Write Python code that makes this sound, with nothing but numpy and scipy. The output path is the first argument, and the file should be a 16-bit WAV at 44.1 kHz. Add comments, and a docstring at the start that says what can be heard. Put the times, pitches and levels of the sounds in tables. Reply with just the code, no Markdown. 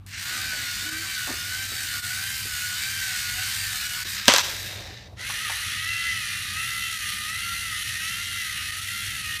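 """A hard room with a wooden floor and a low ventilation hum, heard through one microphone.
A toy robot drives over the boards, winds its launcher, snaps a ball out and backs away.
Its geared motors are sine tones and thousands of tiny hits, both following one turning shaft.
Clicks and knocks are dying bursts of noise; the rolling ball and a person shuffling are coloured noise.
The snap is so loud that the microphone overloads."""
import sys
import numpy as np
from scipy import signal
from scipy.io import wavfile
from scipy.ndimage import uniform_filter1d

SR = 44100
rng = np.random.default_rng(int(sys.argv[2]) if len(sys.argv) > 2 else 0)


def persist_wave(psi):
    """Save psi, clipped to +-1, as 16-bit WAV."""
    counts = np.round(np.clip(psi, -1, 1) * 32767).astype(np.int16)
    wavfile.write(sys.argv[1], SR, np.atleast_2d(counts).T)


def volts(x):
    """Linear amplitude factor 10**(x/20) for a level x in dB, scalar or array-like."""
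    e = np.asarray(x, float) / 20
    return 10 ** e


N = 414540
T = np.arange(N) / SR

# ventilation rumble, shape of its spectrum: (frequency [Hz], relative level [dB per Hz])
AIR_COLOUR = [(12, -50), (30, -22), (50, -2.5), (75, -3.5), (97, 1.5), (120, -3), (157, -13), (202, -10),
              (243, -20), (308, -21), (409, -30.5), (553, -35), (688, -29.5), (761, -30.5), (962, -33),
              (1100, -26), (1800, -37), (4000, -41), (7000, -60)]
# ventilation hum: (frequency [Hz], middle level [dB])
HUM = [(98, -55), (197, -67)]
# clicks of gears taking up slack and of the launcher arm:
# (time [s], burst peak [dB], centre [Hz], time to fall 60 dB [s])
CLICKS = [(0.064, -36.5, 7000, 0.0087), (4.256, -22, 3030, .01), (4.2775, -20, 3100, .03),
          (4.281, 7.5, 2640, 0.009), (4.2855, -10, 1770, 0.018), (4.2987, -17, 5000, .01),
          (4.3378, -1.5, 4597, 0.0094), (4.3485, -36, 8900, .008), (4.362, -4.5, 3600, 0.012),
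          (4.3775, -16, 10900, .006), (4.3833, -6, 4600, 0.0037), (4.396, -23, 9000, 0.0074),
          (5.301, -23, 2100, 0.014), (5.498, -22, 2400, .012)]
# ringing of the launcher arm: (frequency [Hz], relative level [dB], time to fall 60 dB [s])
ARM_MODES = [(970, -6, .03), (1630, -1, .04), (2700, -3, .025), (3700, -5, .025), (4200, -3, .03),
             (5000, -8, .025)]
# shudder of the frame: (frequency [Hz], relative level [dB per Hz])
SHUDDER_COLOUR = [(100, -16), (200, -13), (310, -24), (480, -13), (700, -16), (1000, 2.5), (1650, -3),
                  (2700, 0), (4200, -6.5), (6000, -3.5), (8000, -15), (15300, -46)]
# motor runs, the shaft carrying a ten-tooth gear: (time [s], mean tooth rate [Hz], rattle level [dB],
# top of the rattle against its rest [dB], whine against rattle [dB])
FORWARD_RUN = [(.066, 480.6, -48, -3, -30), (.14, 600, -37, -18, -28), (.23, 690.6, -33, -7, -14),
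               (.36, 735.6, -30.5, -7.5, -12), (.7, 748.7, -32, -8, -6), (1.1, 744.5, -32, -6.5, -6.5),
               (1.5, 746, -32, -5.5, -6.5), (2.0, 751.6, -31.5, -5, -10), (2.4, 755, -32, -4, -8.5),
               (2.8, 753.8, -31.5, -5.5, -5.5), (3.2, 752.8, -31, -6.5, -8), (3.7, 756, -30.5, -5, -11),
               (4.04, 758.7, -31.5, -6, -8)]
LAUNCHER_RUN = [(4.045, 557, -33.5, -9, -14), (4.11, 626, -34, -0.5, -17), (4.18, 642, -31.5, -10, -13),
                (4.245, 635, -36.5, -11, -14), (4.279, 627, -32.5, -5, -16), (4.5, 626.6, -34, -5.5, -20),
                (4.7, 615.6, -38.5, -6, -26), (4.901, 601, -44.5, -17.5, -27),
                (5.075, 591, -51.5, -20, -20), (5.09, 593, -72, -23, -20), (5.15, 585, -77, -15, -20)]
BACKWARD_RUN = [(5.15, 401, -68, -18, -24), (5.18, 419.8, -43.5, -19, -8), (5.21, 460, -35, -13, -10),
                (5.3, 522.4, -32, -7, -8), (5.44, 642, -31, -10, -8.5), (5.5, 591.3, -30.5, -8.5, -10),
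                (5.62, 666.5, -32, -9, -12), (5.7, 639, -31.5, -10.5, -14.5), (5.86, 638.6, -33, -10, -4),
                (6.06, 640.4, -30.5, -11, -6.5), (6.28, 631, -32.5, -9, -8.5), (6.6, 640, -32, -7.5, -6),
                (7.0, 644.4, -32.5, -7, -8), (7.5, 652.3, -33, -7, -6), (8.1, 652.2, -32.5, -8, -9.5),
                (8.7, 655, -33, -6.5, -10.5), (9.4, 652.3, -33.5, -7.5, -7.5)]
# an uneven wheel speeds and slows the motor: (one fastest moment [s], time per turn [s],
# swing once a turn [Hz], swing three times a turn [Hz], far wheel's motor against the near one [dB])
FORWARD_WHEEL = (2.305, .635, 30, -3, -18)
NO_WHEEL = (0, 1, 0, 0, -99)
BACKWARD_WHEEL = (7.503, .743, 41, -7, -12)
# strong tones at 2, 3, 4, 5 times the tooth rate: (level against the whine [dB], rise when fastest [dB])
FORWARD_WHINE = [(-0.9, -1), (-13.5, 0.1), (-8, 0.5), (-10, -1.5)]
LAUNCHER_WHINE = [(-9, 0), (0, 0), (-5, 0), (-7, 0)]
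BACKWARD_WHINE = [(-5.5, 0.1), (-1, 1.3), (-8, 3.5), (-12.5, -3)]
# weaker tones, the tenths from uneven teeth: (multiple of the tooth rate [-], level against rattle [dB])
FORWARD_ORDERS = [(1.0, -34), (1.3, -39), (1.5, -37), (1.6, -33), (1.7, -29), (1.9, -27), (2.1, -25),
                  (2.3, -21), (2.5, -24), (2.7, -22), (3.1, -23), (4.9, -21), (5.7, -24), (5.8, -23),
                  (6.0, -19), (6.2, -23), (6.3, -22), (7.0, -30), (9.3, -28), (9.4, -27)]
LAUNCHER_ORDERS = [(2.701, -30), (3.299, -26), (6, -20), (6.201, -28), (8, -27), (8.701, -27)]
BACKWARD_ORDERS = [(1.0, -44.5), (1.298, -47), (1.4, -53), (1.699, -47), (1.8, -46), (1.9, -32.5),
                   (2.1, -30), (2.3, -30), (2.501, -23.5), (2.7, -41), (2.799, -24), (2.9, -34), (3.1, -26),
                   (3.2, -26.5), (3.301, -34), (4.1, -14.5), (4.2, -19.5), (4.6, -16), (4.7, -20.5),
                   (4.899, -42), (5.3, -42), (5.5, -53), (8.3, -29), (8.399, -43)]
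# the rattle throbs with the shafts: (multiple of the tooth rate [-], depth [dB])
THROBS = [(.031, 0.6), (.1, -1.35), (.2, -0.3), (.3, 0.5)]
# sound given off by the plastic frame: (frequency [Hz], relative level [dB per Hz])
FORWARD_FRAME = [(600, -33), (1090, -21.5), (1500, -7), (1870, -6), (3400, -10), (4550, -7.5), (5400, -10),
                 (7000, -11), (8500, -9.5), (10300, -15), (11200, -15.5), (12800, -12), (14200, -16.5),
                 (15300, -16)]
LAUNCHER_FRAME = [(240, -39), (400, -19), (586, -25), (662, -26), (1220, -6.5), (1510, -2.5), (1650, 3.5),
                  (3300, -2.5), (3750, 6), (4250, -0.5), (5260, -1), (8070, -11), (10600, -18),
                  (13300, -13.5), (15300, -21)]
BACKWARD_FRAME = [(900, -32), (1100, -28), (1250, -11), (1630, -7.5), (1980, 1.5), (2300, -7.5), (2750, -4),
                  (4360, -5), (4960, -12), (5700, -7.5), (7600, -14), (9900, -6), (13900, -17),
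                  (15300, -20.5)]
# echoes dying away: (frequency [Hz], time to fall 60 dB [s])
ROOM_DECAY = [(250, 0.2), (1000, 0.51), (4000, 0.67), (12000, 0.48)]
# cloth sliding on boards: (time [s], length [s], level [dB])
SHUFFLE = [(0.256, 0.31, -53.5), (0.524, 0.23, -56), (.78, 0.44, -55), (1.265, .1, -42.5), (1.3, 0.95, -58)]
# colour of that sliding: (frequency [Hz], relative level [dB per Hz])
SHUFFLE_COLOUR = [(120, -25), (260, 6), (450, -9), (700, -1), (1100, -31.5)]
# ball, wheels, knees and feet on boards: (time [s], burst peak [dB], centre [Hz], time to fall 60 dB [s])
KNOCKS = [(.53, -39.5, 596, 0.4), (.826, -43, 260, 0.13), (1.274, -30, 740.5, 0.18), (1.3, -35.5, 300, .2),
          (1.718, -41, 250.2, 0.099), (2.45, -41.5, 180.4, 0.08), (4.049, -41, 299.6, 0.082),
          (4.282, -11, 519.7, .05), (4.283, -16, 190, 0.036), (4.338, -14, 500, .03),
          (4.364, -27, 600, 0.045), (4.384, -24.5, 696, .04), (4.459, -41, 480, .05),
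          (4.487, -35.5, 551, .05), (5.297, -30, 900, .05), (5.497, -27, 830, 0.098)]
# skin or sole dragged on varnish: (time [s], pitch [Hz], middle level [dB])
SQUEAK = [(.82, 220.8, -59), (.87, 313.2, -45), (.98, 317, -47), (1.02, 339, -56), (1.1, 347, -58)]
# the ball rolling away over the boards: (time [s], level [dB])
ROLL = [(4.42, -46), (4.84, -48.5), (5.0, -54.5), (5.3, -59), (5.6, -63)]
# colour of the rolling: (frequency [Hz], relative level [dB per Hz])
ROLL_COLOUR = [(150, -30), (300, 1.5), (600, 6.5), (1000, -2), (1800, -29)]
# the level dips briefly: (time [s], depth [dB], length [s])
DIPS = [(0.246, -4, .015), (.905, -5, .015), (1.675, -4, .015), (2.016, -9, .03), (3.885, -4, .015),
        (4.04, -5, .02), (4.425, -6, .017), (6.983, -5, .015), (7.839, -5, .015), (7.987, -4, .015),
        (8.715, -6, .015), (8.81, -4, .015), (9.225, -4, .015), (9.385, -6, .015)]


def evened(x):
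    """Scales a sound to an rms of 1."""
    return x / np.sqrt(np.mean(x ** 2) + 1e-20)


def read(points, hz):
    """Reads a curve between its points on a log-frequency axis."""
    f, value = np.transpose(points)
    return np.interp(np.log(hz + 1), np.log(f + 1), value)


def columns(rows):
    """Draws each column over time; gives the times, a gate with 2 ms soft ends, then the columns."""
    s, *values = np.transpose(rows)
    t = np.arange(s[0], s[-1], 1 / SR)
    gate = np.clip(np.minimum(t - s[0], s[-1] - t) / .002, 0, 1)
    return t, gate, *(np.interp(t, s, v) for v in values)


def coloured(x, points):
    """Filters a sound to the given spectrum without sounding ahead of it (minimum phase)."""
    hz = abs(np.fft.fftfreq(8192, 1 / SR))
    log_gain = np.log(volts(np.maximum(read(points, hz), -100)))
    taps = np.fft.ifft(np.exp(np.conj(signal.hilbert(log_gain)))).real[:4096]
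    return signal.oaconvolve(x, taps)[:len(x)]


def wander(hz, t):
    """Slow random drift of rms about 1, with hz new targets a second."""
    targets = rng.standard_normal(4000)
    return np.interp((t - t[0]) * hz, np.arange(4000), targets) * np.sqrt(3 / 2)


def resonate(x, hz, width):
    """A resonance at one pitch; a greater width in Hz dies faster."""
    r = np.exp(-np.pi * width / SR)
    turn = 2 * np.pi * min(hz, 16000) / SR
    return signal.lfilter([1, 0, -1], [1, -2 * r * np.cos(turn), r * r], x)


def add(mix, s, sound):
    """Mixes a sound in at time s."""
    part = mix[round(s * SR):][:len(sound)]
    part += sound[:len(part)]


def tones(t, turns, lines, flutter_db, flutter_hz):
    """Sine tones at multiples of one turning angle, each swelling and fading at random."""
    total = 0
    for multiple, db in lines:
        loudness = volts(db + flutter_db * wander(flutter_hz, t))
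        total = total + loudness * np.sin(multiple * turns + 2 * np.pi * rng.random())
    return np.sqrt(2) * total


def air():
    """Ventilation: lumpy low noise, a hum of wavering pitch and loudness, and faint hiss."""
    rumble = coloured(rng.standard_normal(N + 4096), AIR_COLOUR)[4096:]  # skip the filter's start
    rumble = rumble * volts(1.1 * wander(7.7, T))
    turns = 2 * np.pi * np.cumsum(1 + 0.01504 * wander(6, T)) / SR  # 1 Hz, so multiples are in Hz
    hiss = volts(-74) * rng.standard_normal(N)
    return volts(-46) * evened(rumble) + tones(T, turns, HUM, 2.8, 7.6) + hiss


def blows(rows, sharpness, modes=(), ring_db=-6):
    """Each blow is a dying noise burst around its centre pitch, and rings the given modes."""
    out, t = np.zeros(N), np.arange(12000) / SR
    for s, db, hz, t60 in rows:
        burst = resonate(rng.standard_normal(len(t)), hz, hz / sharpness)
        burst = resonate(burst, hz, 2.34 * hz) * volts(-60 * t / max(t60, .002))
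        burst *= np.minimum(t * hz / 0.23, 1)  # soft start
        burst /= np.sqrt(uniform_filter1d(burst ** 2, 2 + int(SR / hz)).max() * 2)
        for f, mode_db, ring in modes:
            distance_db = -2.8 * abs(np.log2(f / hz))  # modes far from the blow's pitch ring less
            level = volts(ring_db + mode_db + distance_db - 60 * t / ring)
            burst += level * np.sin(2 * np.pi * (f * t + rng.random()))
        add(out, s, volts(db) * burst)
    return out


def launcher():
    """Gears click; the arm lets go, slaps its stop and bounces, and the frame shudders after each click."""
    shudder_db, shudder_t60 = -17.5, 0.2  # against the click's peak [dB]; time to fall 60 dB [s]
    power = 0
    for s, db, _, _ in CLICKS:
        power = power + (T > s) * volts(db + shudder_db - 60 * abs(T - s) / shudder_t60) ** 2
    grit = rng.standard_normal(N) * volts(2.6 * wander(400, T))
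    shudder = np.sqrt(power) * evened(coloured(grit, SHUDDER_COLOUR))
    return blows(CLICKS, 1.0, ARM_MODES, ring_db=-10) + shudder


def worn_teeth(turns, likeness):
    """Tooth roughness that comes back, slowly changing, with every turn of the ten-tooth shaft."""
    shaft = turns / (2 * np.pi * 10)
    like = np.clip(likeness, 0, .95)
    fresh = rng.standard_normal((400, 640))  # shaft turns x places around the shaft
    flanks = signal.lfilter([np.sqrt(1 - like ** 2)], [1, -like], fresh, axis=0)
    return flanks[shaft.astype(int), (shaft % 1 * 640).astype(int)]


def rattle(t, turns, frame, top_db, spread_db, tooth_db, hits_per_s=5000, worn=0.87):
    """Loose gears hit the frame thousands of times a second, their force throbbing as the teeth meet."""
    size = volts(spread_db * np.minimum(rng.exponential(1, len(t)), 5))
    size = size * rng.choice([-1., 1.], len(t))
    hits = evened(size * (rng.random(len(t)) < hits_per_s / SR))
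    hits = hits + worn * worn_teeth(turns, 0.822)
    force_db = tooth_db * np.sin(turns)
    for multiple, db in THROBS:
        force_db = force_db + db * np.sin(multiple * turns + 2 * np.pi * rng.random())
    force_db = force_db + .5 * wander(8.3, t) + 0.45 * wander(120, t)
    body = coloured(hits * volts(force_db), frame)
    low = signal.oaconvolve(body, signal.firwin(21, 7500, fs=SR), "same")
    high = signal.oaconvolve(body, signal.firwin(101, 1800, pass_zero=False, fs=SR), "same")
    top = evened(body - low) * volts(top_db)
    return top + low / np.std(high)  # level set by the part above 1800 Hz


def motor(mix, run, wheel, main, orders, frame, spread_db, tooth_db, jitter=.005):
    """One run of a geared motor: whine and rattle follow the same shaft."""
    frame_share = .7  # how far a gliding tone follows the colour of the frame
    waver_db, waver_hz = 2.2, 9  # slow fading of the strong tones
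    t, gate, hz, level_db, top_db, whine_db = columns(run)
    fastest, period, once, thrice, far_db = wheel
    angle = 2 * np.pi * (t - fastest) / period
    tone = 0
    # far motor, then near: (level [dB], share of the wheel's wobble, lag [radians])
    for db, share, lag in [(far_db, .4, 2.5), (0, 1, 0)]:
        wobble = once * np.cos(angle - lag) + thrice * np.cos(3 * (angle - lag))
        speed = hz + share * wobble
        turns = 2 * np.pi * np.cumsum(speed * (1 + jitter * wander(50, t))) / SR
        strong = []
        for k, (line_db, swing) in enumerate(main, 2):
            frame_db = frame_share * (read(frame, k * speed) - read(frame, k * np.median(speed)))
            strong_db = whine_db + db + line_db + frame_db + swing * np.cos(angle)
            strong.append((k, strong_db + waver_db * wander(waver_hz, t)))
        tone = tone + tones(t, turns, strong, 2.0, 45)
    # the near motor's turns also carry the weak tones and the rattle
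    fade_in = np.clip((t - t[0]) / 0.19, 0, 1) ** 2
    tone += fade_in * tones(t, turns, orders, 3.76, 21.95)
    gears = rattle(t, turns, frame, top_db, spread_db, tooth_db)
    add(mix, t[0], gate * volts(level_db) * (tone + gears))


def motors():
    """Drive motors forward and back, the launcher motor between."""
    mix = np.zeros(N)
    motor(mix, FORWARD_RUN, FORWARD_WHEEL, FORWARD_WHINE, FORWARD_ORDERS, FORWARD_FRAME,
          spread_db=1.1, tooth_db=1.1)
    motor(mix, LAUNCHER_RUN, NO_WHEEL, LAUNCHER_WHINE, LAUNCHER_ORDERS, LAUNCHER_FRAME,
          spread_db=2.7, tooth_db=2.5)
    motor(mix, BACKWARD_RUN, BACKWARD_WHEEL, BACKWARD_WHINE, BACKWARD_ORDERS, BACKWARD_FRAME,
          spread_db=1.25, tooth_db=1.9)
    return mix


def shifting(x, patchy_db=1.4):
    """Echoes off floor and furniture shift as the robot moves: patches of the spectrum swell and sink."""
    z = signal.stft(x, nperseg=512, noverlap=384)[2]
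    patches = rng.standard_normal(z.shape[::-1]).T
    patches = uniform_filter1d(patches, size=3, axis=0)  # smooth over pitch
    patches = evened(uniform_filter1d(patches, size=24, axis=1))  # smooth over time
    return signal.istft(z * volts(patchy_db * patches), nperseg=512, noverlap=384)[1][:N]


def room(x):
    """Echoes: sparse taps of random sign, each band dying at its own speed."""
    taps = np.zeros(SR)
    count = (SR - 201) // 20
    places = np.arange(200, SR - 20, 20) + rng.integers(0, 20, count)
    taps[places] = rng.choice([-1., 1.], count)
    hz, t, z = signal.stft(taps, SR, nperseg=256)
    decay = volts(-60 * t / read(ROOM_DECAY, hz)[:, None])
    tail = signal.istft(z * decay, SR, nperseg=256)[1]
    return signal.oaconvolve(x, tail / np.linalg.norm(tail))[:N]


def shuffling():
    """Cloth slides on the boards: uneven noise that swells and fades with each stroke."""
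    strokes = 0
    for s, length, db in SHUFFLE:
        progress = np.clip((T - s) / length, 0, 1)
        strokes = strokes + volts(db) * np.sin(np.pi * progress ** 0.65)
    drag = rng.standard_normal(N) * volts(1.4 * wander(60, T))
    return strokes * evened(coloured(drag, SHUFFLE_COLOUR))


def squeak(mix):
    """Skin or sole drags on varnish: one gliding sine of unsteady loudness."""
    t, gate, hz, db = columns(SQUEAK)
    glide = np.sqrt(2) * np.sin(2 * np.pi * np.cumsum(hz) / SR)
    add(mix, t[0], gate * volts(db + 1.68 * wander(50, t)) * glide)


def rolling_ball(mix):
    """The ball rolls away over the boards: gritty noise that dies down."""
    t, gate, db = columns(ROLL)
    grit = rng.standard_normal(len(t)) * volts(1.8 * wander(88.8, t) + 1.53 * wander(12, t))
    add(mix, t[0], gate * volts(db) * evened(coloured(grit, ROLL_COLOUR)))


def boards():
    """All that touches the floor: shuffling, knocks, one squeak and the rolling ball."""
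    mix = shuffling() + blows(KNOCKS, 2.3)
    squeak(mix)
    rolling_ball(mix)
    return mix


def scene():
    """Robot, blows, their echoes and the air reach one microphone."""
    robot = shifting(motors())
    hits = launcher() + boards()
    mix = robot + hits + room(volts(-9) * (robot + hits)) + air()
    return np.array([mix, mix])


def band_limit(x):
    """A steep low-pass at the top of the band."""
    return signal.sosfilt(signal.butter(12, 15460, fs=SR, output="sos"), x)


def record(dry):
    """The level dips briefly, the treble ends near 15.4 kHz, and overload flattens the loudest peaks."""
    dip_db = 0
    for s, db, length in DIPS:
        dip_db = dip_db + db * np.exp(-.5 * ((T - s) / (length / 3.0)) ** 2)
    treble_limit = signal.firwin(511, 15400, window=("kaiser", 9), fs=SR)
    heard = signal.oaconvolve(dry * volts(dip_db), treble_limit[None], "same")
    overloaded = np.clip(heard, -1, 1)
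    return band_limit(overloaded)


dry = scene()
out = record(dry)
persist_wave(out)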